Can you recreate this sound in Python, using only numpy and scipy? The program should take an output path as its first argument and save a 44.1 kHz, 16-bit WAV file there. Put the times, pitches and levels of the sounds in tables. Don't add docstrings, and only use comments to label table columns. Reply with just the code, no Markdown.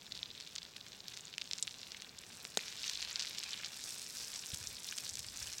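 import sys
import numpy as np
from scipy import signal
from scipy.fft import rfft, irfft, next_fast_len
from scipy.io import wavfile
from scipy.ndimage import uniform_filter1d, map_coordinates

SR = 44100
rng = np.random.default_rng(int(sys.argv[2]) if len(sys.argv) > 2 else 0)


def transcribe(signal):
    frames = np.atleast_2d(signal).T
    limited = np.clip(frames, -1, 1)
    pcm = np.round(limited * 32767).astype(np.int16)
    wavfile.write(sys.argv[1], SR, pcm)


N = 246947
TOP_HZ = 16000


def amp(db):
    return np.exp(np.asarray(db) * (np.log(10) / 20))


def unit(x):
    return x / np.sqrt(np.mean(x ** 2) + 1e-20)


def wobble(knots_per_s):
    knots = rng.standard_normal(int(N * knots_per_s / SR) + 4)
    return map_coordinates(knots, [np.arange(N) * knots_per_s / SR])


def coloured(x, points):
    size = 2 * next_fast_len(len(x) // 2 + SR // 8)
    hz, db = np.transpose(points)
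    grid_hz = np.fft.rfftfreq(size, 1 / SR)
    gain_db = np.interp(np.log(grid_hz + 1), np.log(hz), db)
    cepstrum = irfft(np.log(amp(gain_db)))
    cepstrum[1:size // 2] *= 2
    cepstrum[size // 2 + 1:] = 0
    response = np.exp(rfft(cepstrum))
    return irfft(rfft(x, size) * response, size)[:len(x)]


def bursts(start_s, gain, hz, cycles, size, roundness=1):
    index = np.ceil(start_s * SR).astype(int)[:, None] + np.arange(size)
    turns = (index / SR - start_s[:, None]) * hz[:, None]
    age = np.abs(turns / cycles[:, None]) / np.sqrt(roundness)
    envelope = (age * np.exp(1 - age)) ** roundness
    phase = rng.uniform(0, 2 * np.pi, (len(start_s), 1))
    waves = gain[:, None] * envelope * np.sin(2 * np.pi * turns + phase)
    return np.bincount(index.ravel(), waves.ravel(), N)[:N]


def scattered(x, wet_db, t60_s):
    t = np.arange(SR // 8) / SR
    edges = np.linspace(0, N, num=110).astype(int)
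    wet = np.zeros(N + len(t))
    for a, b in zip(edges, edges[1:]):
        tail = rng.standard_normal(len(t)) * amp(-60 * t / t60_s) * (1 - np.exp(-t / 0.000179))
        wet[a:b + len(t) - 1] += signal.fftconvolve(x[a:b], tail / np.linalg.norm(tail))
    return x + amp(wet_db) * wet[:N]


def swells(rest_db, start_s, rise_s, length_s, top_db, sag_db_per_s, fade_db_per_s):
    power = np.full(N, amp(rest_db) ** 2)
    for start, rise, length, top in zip(start_s, rise_s, length_s, top_db):
        t = np.maximum(np.arange(N) / SR - start, 0)
        level_db = top - sag_db_per_s * t - fade_db_per_s * np.maximum(t - length, 0)
        power += (np.minimum(t / rise, 1) * amp(level_db)) ** 2
    return 10 * np.log10(power)


def ring(modes, t, attack_s):
    waves = sum(amp(db + rng.normal(0, 1) - 60 * t / t60_s) * np.sin(2 * np.pi * hz * t)
                for hz, db, t60_s in modes)
    return waves * (1 - np.exp(-t / attack_s))


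# freq [Hz], relative gain [dB]
AIR_COLOUR = [(60, -14), (110, 0), (180, 1.5), (320, -4.5), (430, -4), (650, -7.5), (1200, -10),
              (3000, -16.5), (7000, -19), (10000, -27), (16000, -20)]
# freq [Hz], relative gain [dB]
DRAUGHT_COLOUR = [(20, -30), (45, 0.5), (75, 4.5), (120, -0.5), (220, -33), (600, -32.5)]
# start_s [s], rise_s [s], length_s [s], level_db [dB]
DRAUGHT_GUSTS = [(0, 0.12, .22, -68.5), (2.9, .05, 0.117, -65), (4.6, 0.064, 0.14, -64),
                 (4.93, 0.12, 0.6, -68)]
DRAUGHT_REST_DB, GUST_FADE_DB_PER_S = -76, 109


def outdoors():
    gusts = np.transpose(DRAUGHT_GUSTS)
    draught_db = swells(DRAUGHT_REST_DB, *gusts, sag_db_per_s=0, fade_db_per_s=GUST_FADE_DB_PER_S)
    air = amp(-63 + 0.63 * wobble(20)) * unit(coloured(rng.standard_normal(N), AIR_COLOUR))
    rumble = unit(coloured(rng.standard_normal(N), DRAUGHT_COLOUR))
    return air + amp(draught_db + 1.3 * wobble(11)) * rumble


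# [dB, before a 1 dB cut]
WOOD_SNAPS = [(.767, -39), (1.0824, -35), (1.6727, -36), (2.8968, -31), (2.931, -36), (3.1048, -33),
              (3.2848, -38), (3.2968, -29.5), (3.3915, -31), (4.5449, -30), (5.0076, -31), (5.0927, -33),
              (5.1923, -26.5)]


def fire():
    start_s, level_db = np.transpose(WOOD_SNAPS)
    count = len(start_s)
    return bursts(start_s, amp(level_db - 1.0), np.full(count, 10500.), np.full(count, .55), size=60)


# start_s [s], level_db [dB], pitch_hz [Hz]
MEAT_THUDS = [(4.528, -45, 87.8), (4.532, -45.5, 165), (4.607, -52, 97), (5.112, -55, 100),
              (5.186, -54.5, 85), (5.255, -56, 88), (5.322, -58, 88), (5.41, -54, 112), (5.412, -55, 60)]


def meat():
    start_s, level_db, pitch_hz = np.transpose(MEAT_THUDS)
    return bursts(start_s, amp(level_db), pitch_hz, np.full(len(start_s), .58), size=4000, roundness=1.9)


# start_s [s], tick_db [dB], tick_hz [Hz],
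# tick_swell [cycles, before roundness], ring_db [dB], knock_db [dB]
FORK_CONTACTS = [(1.6263, -20, 7650, 1.8, -25, -71), (1.6268, -24.5, 5140, 0.99, -26, -71),
                 (1.632, -33, 4900, 1.2, -35, -75), (2.4503, -59, 2680, 0.45, -46, -45),
                 (2.5724, -17.5, 3830, 1.3, -24.5, -20.5), (2.5732, -23, 6700, 1.7, -23, -55)]
# freq_hz [Hz], level_db [relative dB], t60_s [s]
STEEL_MODES = [(3200, -17, 0.016), (4850, -17, 0.014), (5400, -21, 0.055), (5720, -7.5, 0.014),
               (6190, -16, 0.023), (6570, -21, 0.03), (6860, -8, 0.02), (7330, -13, 0.012),
               (7600, -18, 0.04), (8120, -13, 0.007), (10450, -14, 0.0077)]
# freq_hz [Hz], level_db [relative dB], t60_s [s]
PAN_MODES = [(208, -24.5, 0.016), (275, -22, 0.014), (437, -10.5, 0.024), (560, -12, 0.014),
             (680, -9, 0.0081), (780, -15.5, 0.011), (1490, -5, 0.0087), (1859, -7.5, 0.01),
             (2360, -5.5, 0.0063)]
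# freq [Hz], relative gain [dB]
CRACK_COLOUR = [(300, -26), (2000, -9), (4000, 3), (7300, 9), (9000, 2), (12500, -22), (16000, -20)]
# freq [Hz], gain [dB]
KNOCK_COLOUR = [(50, -27.5), (130, -11), (210, 0.5), (320, -9), (410, 1.5), (800, 2), (1100, 1), (1450, 0)]


def fork():
    out, t = np.zeros(N + SR), np.arange(SR // 5) / SR
    for start_s, *_, ring_db, knock_db in FORK_CONTACTS:
        chatter = unit(coloured(rng.standard_normal(len(t)), CRACK_COLOUR))
        crack = chatter * (amp(-3 - 60 * t / .004) + amp(-21 - 60 * t / .05))
        steel = ring(STEEL_MODES, t, attack_s=0.0003) + crack
        knock = coloured(ring(PAN_MODES, t, attack_s=0.00026), KNOCK_COLOUR)
        out[round(start_s * SR):][:len(t)] += amp(ring_db) * steel + amp(knock_db) * knock
    start_s, tick_db, tick_hz, tick_cycles, _, knock_db = np.transpose(FORK_CONTACTS)
    count = len(start_s)
    tick = bursts(start_s, amp(tick_db), tick_hz, tick_cycles, size=200, roundness=3.8)
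    click = bursts(start_s, amp(knock_db - 4.0), np.full(count, 11500.), np.full(count, .6), size=60)
    return out[:N] + tick + click


# start_s [s], level_db [dB, before colour],
# pitch_hz [Hz], swell [cycles, before roundness]
DROP_POPS = [(0.1215, -24.5, 4020, 0.67), (0.1251, -31, 4430, 0.3), (0.1519, -29.5, 4155, 0.53),
             (0.1756, -30, 4290, 0.59), (0.191, -32.5, 3730, 0.86), (0.2303, -22.5, 3800, 0.9),
             (0.2583, -31.5, 4000, 0.75), (0.3037, -35, 3740, 0.95), (0.3122, -35.5, 3880, 0.94),
             (0.351, -36, 3520, 0.91), (0.378, -35, 4010, 0.97), (0.402, -27, 4730, 0.32),
             (0.409, -28.5, 4400, 0.59), (0.4743, -29, 3540, 0.19), (0.5542, -29, 5950, 0.46),
             (0.5566, -29, 5950, 0.52), (0.5612, -21, 4290, 0.31), (0.582, -26, 4730, 0.52),
             (0.5849, -27, 3880, 0.53), (0.6204, -39, 3520, 1.1), (0.6304, -30.5, 4440, 0.52),
             (0.6514, -35, 4000, 0.74), (0.7647, -28, 3410, 0.39), (0.767, -33, 4580, 0.44),
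             (0.8109, -33.0, 3760, 0.76), (0.866, -31, 3640, 0.23), (0.92, -33.5, 4290, 0.48),
             (0.9314, -34.5, 3640, 0.52), (1.0044, -33, 4240, 0.9), (1.0824, -25.5, 4580, 0.52),
             (1.1369, -35, 4150, 0.32), (1.1687, -30, 4570, 0.33), (1.1733, -24, 4010, 0.21),
             (1.1876, -35, 4730, 0.46), (1.2082, -34.5, 6790, 0.87), (1.253, -36.5, 7020, 1.8),
             (1.2808, -33.5, 4150, 0.46), (1.3292, -35, 4010, 0.76), (1.3395, -28.5, 3300, 0.43),
             (1.3488, -38, 3520, 0.5), (1.3813, -25, 2800, 0.55), (1.3815, -20.5, 5290, 0.25),
             (1.4147, -24, 4010, 0.62), (1.4185, -21.5, 3650, 0.42), (1.442, -33, 5600, 0.5),
             (1.476, -34, 4730, 0.52), (1.5124, -19, 3900, 0.44), (1.5338, -16, 4600, 0.39),
             (1.5811, -28, 5390, 0.34), (1.5846, -24, 5030, 0.4), (1.5975, -36, 6570, 1.8),
             (1.6724, -25, 4580, 0.29), (1.6775, -21.5, 3130, 0.45), (1.6847, -37, 4200, 0.8),
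             (1.7102, -31.0, 5050, 0.49), (1.7424, -32.5, 3880, 0.49), (1.8161, -32, 4580, 0.56),
             (1.8311, -30, 3880, 0.64), (1.8691, -33.5, 3300, 0.46), (1.9192, -27.0, 4730, 0.51),
             (1.9467, -29, 2460, 0.37), (2.0007, -40, 4140, 1.41), (2.0211, -22, 3410, 0.19),
             (2.186, -36.5, 5640, 1.7), (2.189, -28.5, 7020, 0.42), (2.237, -31.5, 2220, 0.21),
             (2.3655, -35, 4290, 0.16), (2.4454, -28, 7250, 0.26), (2.4516, -21, 2890, 0.16),
             (2.591, -29.5, 2350, 0.74), (2.6818, -24.5, 3520, 0.25), (2.7257, -27.5, 3190, 0.2),
             (2.818, -30, 4110, 0.5), (2.8329, -24.5, 4530, 0.67), (2.879, -26, 5700, 1.44),
             (2.8817, -29, 4060, 1.0), (2.8927, -30, 4540, 0.7), (2.8966, -16.5, 4600, 0.32),
             (2.9342, -25.5, 4590, 0.5), (2.9365, -28, 4820, 0.5), (2.955, -26.0, 4120, 0.76),
             (2.9743, -30, 3900, 0.7), (3.0064, -28.0, 4550, 1.6), (3.019, -24, 4010, 0.29),
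             (3.0263, -19.5, 3737, 0.32), (3.0491, -28.5, 4290, 0.73), (3.0748, -28, 3340, 0.3),
             (3.0975, -31, 4200, 0.7), (3.1112, -26, 4140, 0.41), (3.1168, -30, 4910, 0.4),
             (3.129, -31.5, 6870, 1.7), (3.1583, -18, 4700, 0.72), (3.1954, -18.5, 4730, 0.52),
             (3.2, -28, 5070, 0.52), (3.2022, -20, 4010, 0.36), (3.21, -25, 4890, 0.5),
             (3.2115, -26, 4630, 0.55), (3.2232, -20.0, 4430, 0.41), (3.23, -26, 4500, 0.5),
             (3.2357, -28, 5010, 0.4), (3.2493, -24, 2900, 0.26), (3.2561, -24, 4460, 0.2),
             (3.2703, -27, 4290, 0.46), (3.2737, -26.5, 3763, 0.61), (3.3316, -30, 4280, 0.6),
             (3.349, -29, 4070, 0.5), (3.3747, -30, 4560, 0.4), (3.383, -26, 4760, 0.3),
             (3.3847, -21.5, 4700, 0.5), (3.3914, -25, 6100, 0.32), (3.4015, -29.5, 4730, 1.1),
             (3.4293, -28, 3190, 0.52), (3.4361, -20, 4290, 0.2), (3.4403, -23.5, 4150, 0.32),
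             (3.4826, -34, 4250, 0.7), (3.491, -29, 3100, 0.22), (3.5074, -30, 5390, 1.1),
             (3.5327, -25, 4010, 0.6), (3.5418, -28, 2990, 0.62), (3.5763, -29, 3770, 0.4),
             (3.6124, -34, 4970, 0.4), (3.6347, -26.5, 2300, 0.32), (3.6464, -22.0, 4310, 0.52),
             (3.661, -24, 4580, 0.32), (3.665, -31, 4730, 1.1), (3.839, -27, 5020, 0.46),
             (3.8918, -28, 5660, 0.26), (3.944, -29, 5580, 0.32), (3.9833, -33.5, 8150, 1.6),
             (3.9955, -25.5, 5570, 0.29), (4.0181, -26.5, 5660, 0.3), (4.0652, -30, 5680, 0.6),
             (4.1705, -28, 5580, 0.59), (4.1835, -31, 5760, 1.1), (4.3399, -27, 6860, 0.7),
             (4.359, -24, 5160, 0.33), (4.3617, -27, 6130, 0.59), (4.3918, -31, 5480, 0.8),
             (4.4604, -24.5, 6590, 0.34), (4.4668, -27.5, 6790, 0.52), (4.504, -26, 5390, 0.25),
             (4.518, -33, 3760, 1), (4.5413, -26.0, 5760, 0.28), (4.5451, -19, 6240, 0.31),
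             (4.56, -31, 5760, 0.5), (4.5728, -26, 7020, 0.55), (4.6402, -32, 6150, 0.9),
             (4.6723, -23, 6000, 0.77), (4.7681, -31.5, 4430, 0.92), (4.8447, -27.5, 5210, 0.6),
             (4.8685, -26, 9960, 0.45), (4.888, -31.5, 3600, 1.1), (4.888, -32, 5500, 1.6),
             (4.912, -30, 6150, 1.5), (4.9243, -28.5, 2730, 0.74), (4.9246, -33.5, 1660, 0.9),
             (4.9683, -28, 6860, 0.4), (4.9798, -23, 4860, 0.39), (4.984, -17, 5570, 0.25),
             (5.0474, -33.5, 5510, 1.4), (5.0548, -30, 4600, 0.68), (5.0669, -29.5, 4220, 0.5),
             (5.0793, -28, 6290, 0.4), (5.0927, -23, 6360, 0.49), (5.0973, -25.5, 5760, 0.67),
             (5.136, -28, 7250, 0.46), (5.1402, -26, 7250, 0.37), (5.1548, -23.0, 5500, 0.4),
             (5.1718, -26, 5570, 0.34), (5.193, -22.5, 5700, 0.43), (5.1969, -25, 6150, 0.34),
             (5.2456, -26.5, 3880, 0.22), (5.286, -31, 4730, 0.92), (5.3604, -28, 6630, 0.3),
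             (5.3727, -28, 6150, 0.76), (5.3917, -29, 6360, 0.52), (5.4251, -25.5, 7740, 0.41),
             (5.4276, -29, 5600, 2.2), (5.472, -23, 6150, 0.27), (5.528, -26, 5990, 0.4),
             (5.534, -28.5, 5570, 0.99), (5.5825, -27.5, 5900, 1.3), (5.5854, -26, 6130, 0.2)]
# freq [Hz], gain [dB]
DROP_COLOUR = [(200, -17), (800, -16.5), (1400, -4), (2200, -1.5), (3500, 0), (8000, 1.5), (10000, -3.5),
               (16000, -8)]
SNAP_DB, SNAP_PITCH, SNAP_LENGTH = -23, 2, 0.61
SPIT_COUNT, SPIT_DB, SPIT_RANGE_DB = 300, -44.5, 10
SPIT_FOLLOWS_DB_PER_DB = 0.98
SPIT_HZ, SPIT_OCTAVES, SPIT_HZ_PER_DB = 4730, 0.32, 73


def spits(fat_db, fizz_db):
    start_s, level_db, pitch_hz, cycles = np.transpose(DROP_POPS)
    pop = bursts(start_s, amp(level_db), pitch_hz, cycles, size=200, roundness=1.5)
    snap = bursts(start_s, amp(level_db + SNAP_DB), SNAP_PITCH * pitch_hz, SNAP_LENGTH * cycles, size=80)
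    when, strength, pitch, life = rng.random((SPIT_COUNT, 4)).T
    at = (when * N).astype(int)
    lively_db = (fat_db - fat_db.mean())[at]
    fizzing_db = (fizz_db - fizz_db.mean())[at]
    small_db = SPIT_DB + SPIT_RANGE_DB * strength ** 2.3 + SPIT_FOLLOWS_DB_PER_DB * lively_db
    small_hz = (SPIT_HZ + SPIT_HZ_PER_DB * fizzing_db) * 2 ** (SPIT_OCTAVES * (2 * pitch - 1))
    small = bursts(at / SR, amp(small_db), small_hz, 0.17 + 0.5 * life, size=160, roundness=1.42)
    return coloured(pop + snap + small, DROP_COLOUR)


# start_s [s], rise_s [s], length_s [s], fat_db [dB], juice_db [dB], fizz_db [dB]
PAN_WETTINGS = [(0, .08, .5, -61.5, -73, -70), (1.02, .08, .19, -57.5, -66, -65),
                (1.39, .1, .59, -59.5, -80, -63.5), (1.87, .05, .22, -70, -63.5, -75),
                (2.097, 0.278, .45, -74, -65.5, -57.5), (2.55, .07, 1.12, -52, -59, -58),
                (2.75, .08, .16, -47.5, -65, -60), (2.96, 0.042, .1, -54.5, -55, -70),
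                (3.11, .07, .17, -53.5, -61, -74), (3.42, .08, .23, -57, -56, -70),
                (3.6, .26, 2.0, -56.5, -64.5, -51.5), (3.71, .13, .32, -59, -73, -52),
                (4.08, .07, .27, -54.5, -64, -51), (4.47, .06, .25, -61, -65.5, -55.5),
                (4.82, 0.0602, .2, -57, -62, -52), (5.12, .04, .22, -63, -67, -59.5),
                (5.33, .07, .26, -56, -58, -52.5)]
FAT_REST_DB, JUICE_REST_DB, FIZZ_REST_DB = -60, -68, -68.5
WET_SAG_DB_PER_S, WET_FADE_DB_PER_S = 2.5, 70


def boiling():
    start_s, rise_s, length_s, *tops_db = np.transpose(PAN_WETTINGS)
    rests_db = (FAT_REST_DB, JUICE_REST_DB, FIZZ_REST_DB)
    return [swells(rest_db, start_s, rise_s, length_s, top_db, WET_SAG_DB_PER_S, WET_FADE_DB_PER_S)
            for rest_db, top_db in zip(rests_db, tops_db)]


def bubbles(busy, rate_per_s, hz, spread, cycles, spike_db, clump_db, size):
    count = int(rate_per_s * N / SR)
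    start_s = rng.uniform(0, (N - 1) / SR, count)
    forms = rng.random(count) < busy[(start_s * SR).astype(int)]
    pitch_hz = np.minimum(hz * np.exp(spread * rng.standard_normal(count)), TOP_HZ)
    strength = np.minimum(rng.exponential(size=count), 5)
    life = cycles * np.exp(0.36 * rng.standard_normal(count))
    swarm = bursts(start_s[forms], amp(spike_db * strength[forms]), pitch_hz[forms], life[forms], size)
    swarm = swarm * amp(clump_db * wobble(70))
    power = uniform_filter1d(uniform_filter1d(swarm ** 2, size=SR // 10), size=SR // 30)
    return swarm / np.sqrt(np.abs(power) + 1e-12)


# freq [Hz], relative gain [dB]
JUICE_COLOUR = [(300, -23), (700, -7.5), (1100, -8), (1330, -8.5), (1530, -1), (2050, -5.5), (2470, 1),
                (3050, -1), (4000, -7.5), (7000, -14), (16000, -32.5)]
# freq [Hz], relative gain [dB]
FAT_COLOUR = [(300, -20), (1000, -6), (2200, -5), (3100, -3.5), (3500, 1), (4500, -1.5), (5500, -1),
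              (7500, 0.5), (9500, -11.5), (16000, -8.5)]
# freq [Hz], relative gain [dB]
FIZZ_COLOUR = [(500, -2.5), (2450, -1.5), (3100, -13), (3600, -3), (5400, 7.5), (6600, 2.5), (8100, 5.5),
               (10000, 0.5), (12500, 0), (16000, -1)]


def sizzle(fat_db, juice_db, fizz_db):
    busy = amp(.9 * (fat_db + 49.5))
    fat = bubbles(busy, rate_per_s=4200, hz=4410, spread=0.22, cycles=0.44,
                  spike_db=4.5, clump_db=1.54, size=80)
    boil = bubbles(busy, rate_per_s=2800, hz=2080, spread=0.31, cycles=0.22,
                   spike_db=4.5, clump_db=3.0, size=100)
    fizz = bubbles(busy, rate_per_s=8000, hz=7560, spread=0.37, cycles=0.3,
                   spike_db=5.0, clump_db=0.5, size=52)
    unrest_db = 0.67 * wobble(14)
    juice_part = amp(juice_db) * unit(coloured(boil + 0.9 * fat, JUICE_COLOUR))
    fat_part = amp(fat_db) * unit(coloured(fat, FAT_COLOUR))
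    fizz_part = amp(fizz_db + 0.38 * wobble(18)) * unit(coloured(fizz, FIZZ_COLOUR))
    return amp(unrest_db) * (juice_part + fat_part + fizz_part)


def scene():
    fat_db, juice_db, fizz_db = boiling()
    background = outdoors() + meat()
    cutlery = scattered(fork(), wet_db=-15.5, t60_s=0.026)
    popping = scattered(spits(fat_db, fizz_db) + fire(), wet_db=-9.5, t60_s=0.014)
    frying = scattered(sizzle(fat_db, juice_db, fizz_db), wet_db=-10.5, t60_s=0.035)
    return (background + cutlery + popping + frying)[None]


def record(dry):
    size = next_fast_len(N + SR // 2)
    passband = np.fft.rfftfreq(size, 1 / SR) < TOP_HZ
    return irfft(rfft(dry, size) * passband, size)[:, :N]


dry = scene()
out = record(dry)
transcribe(out)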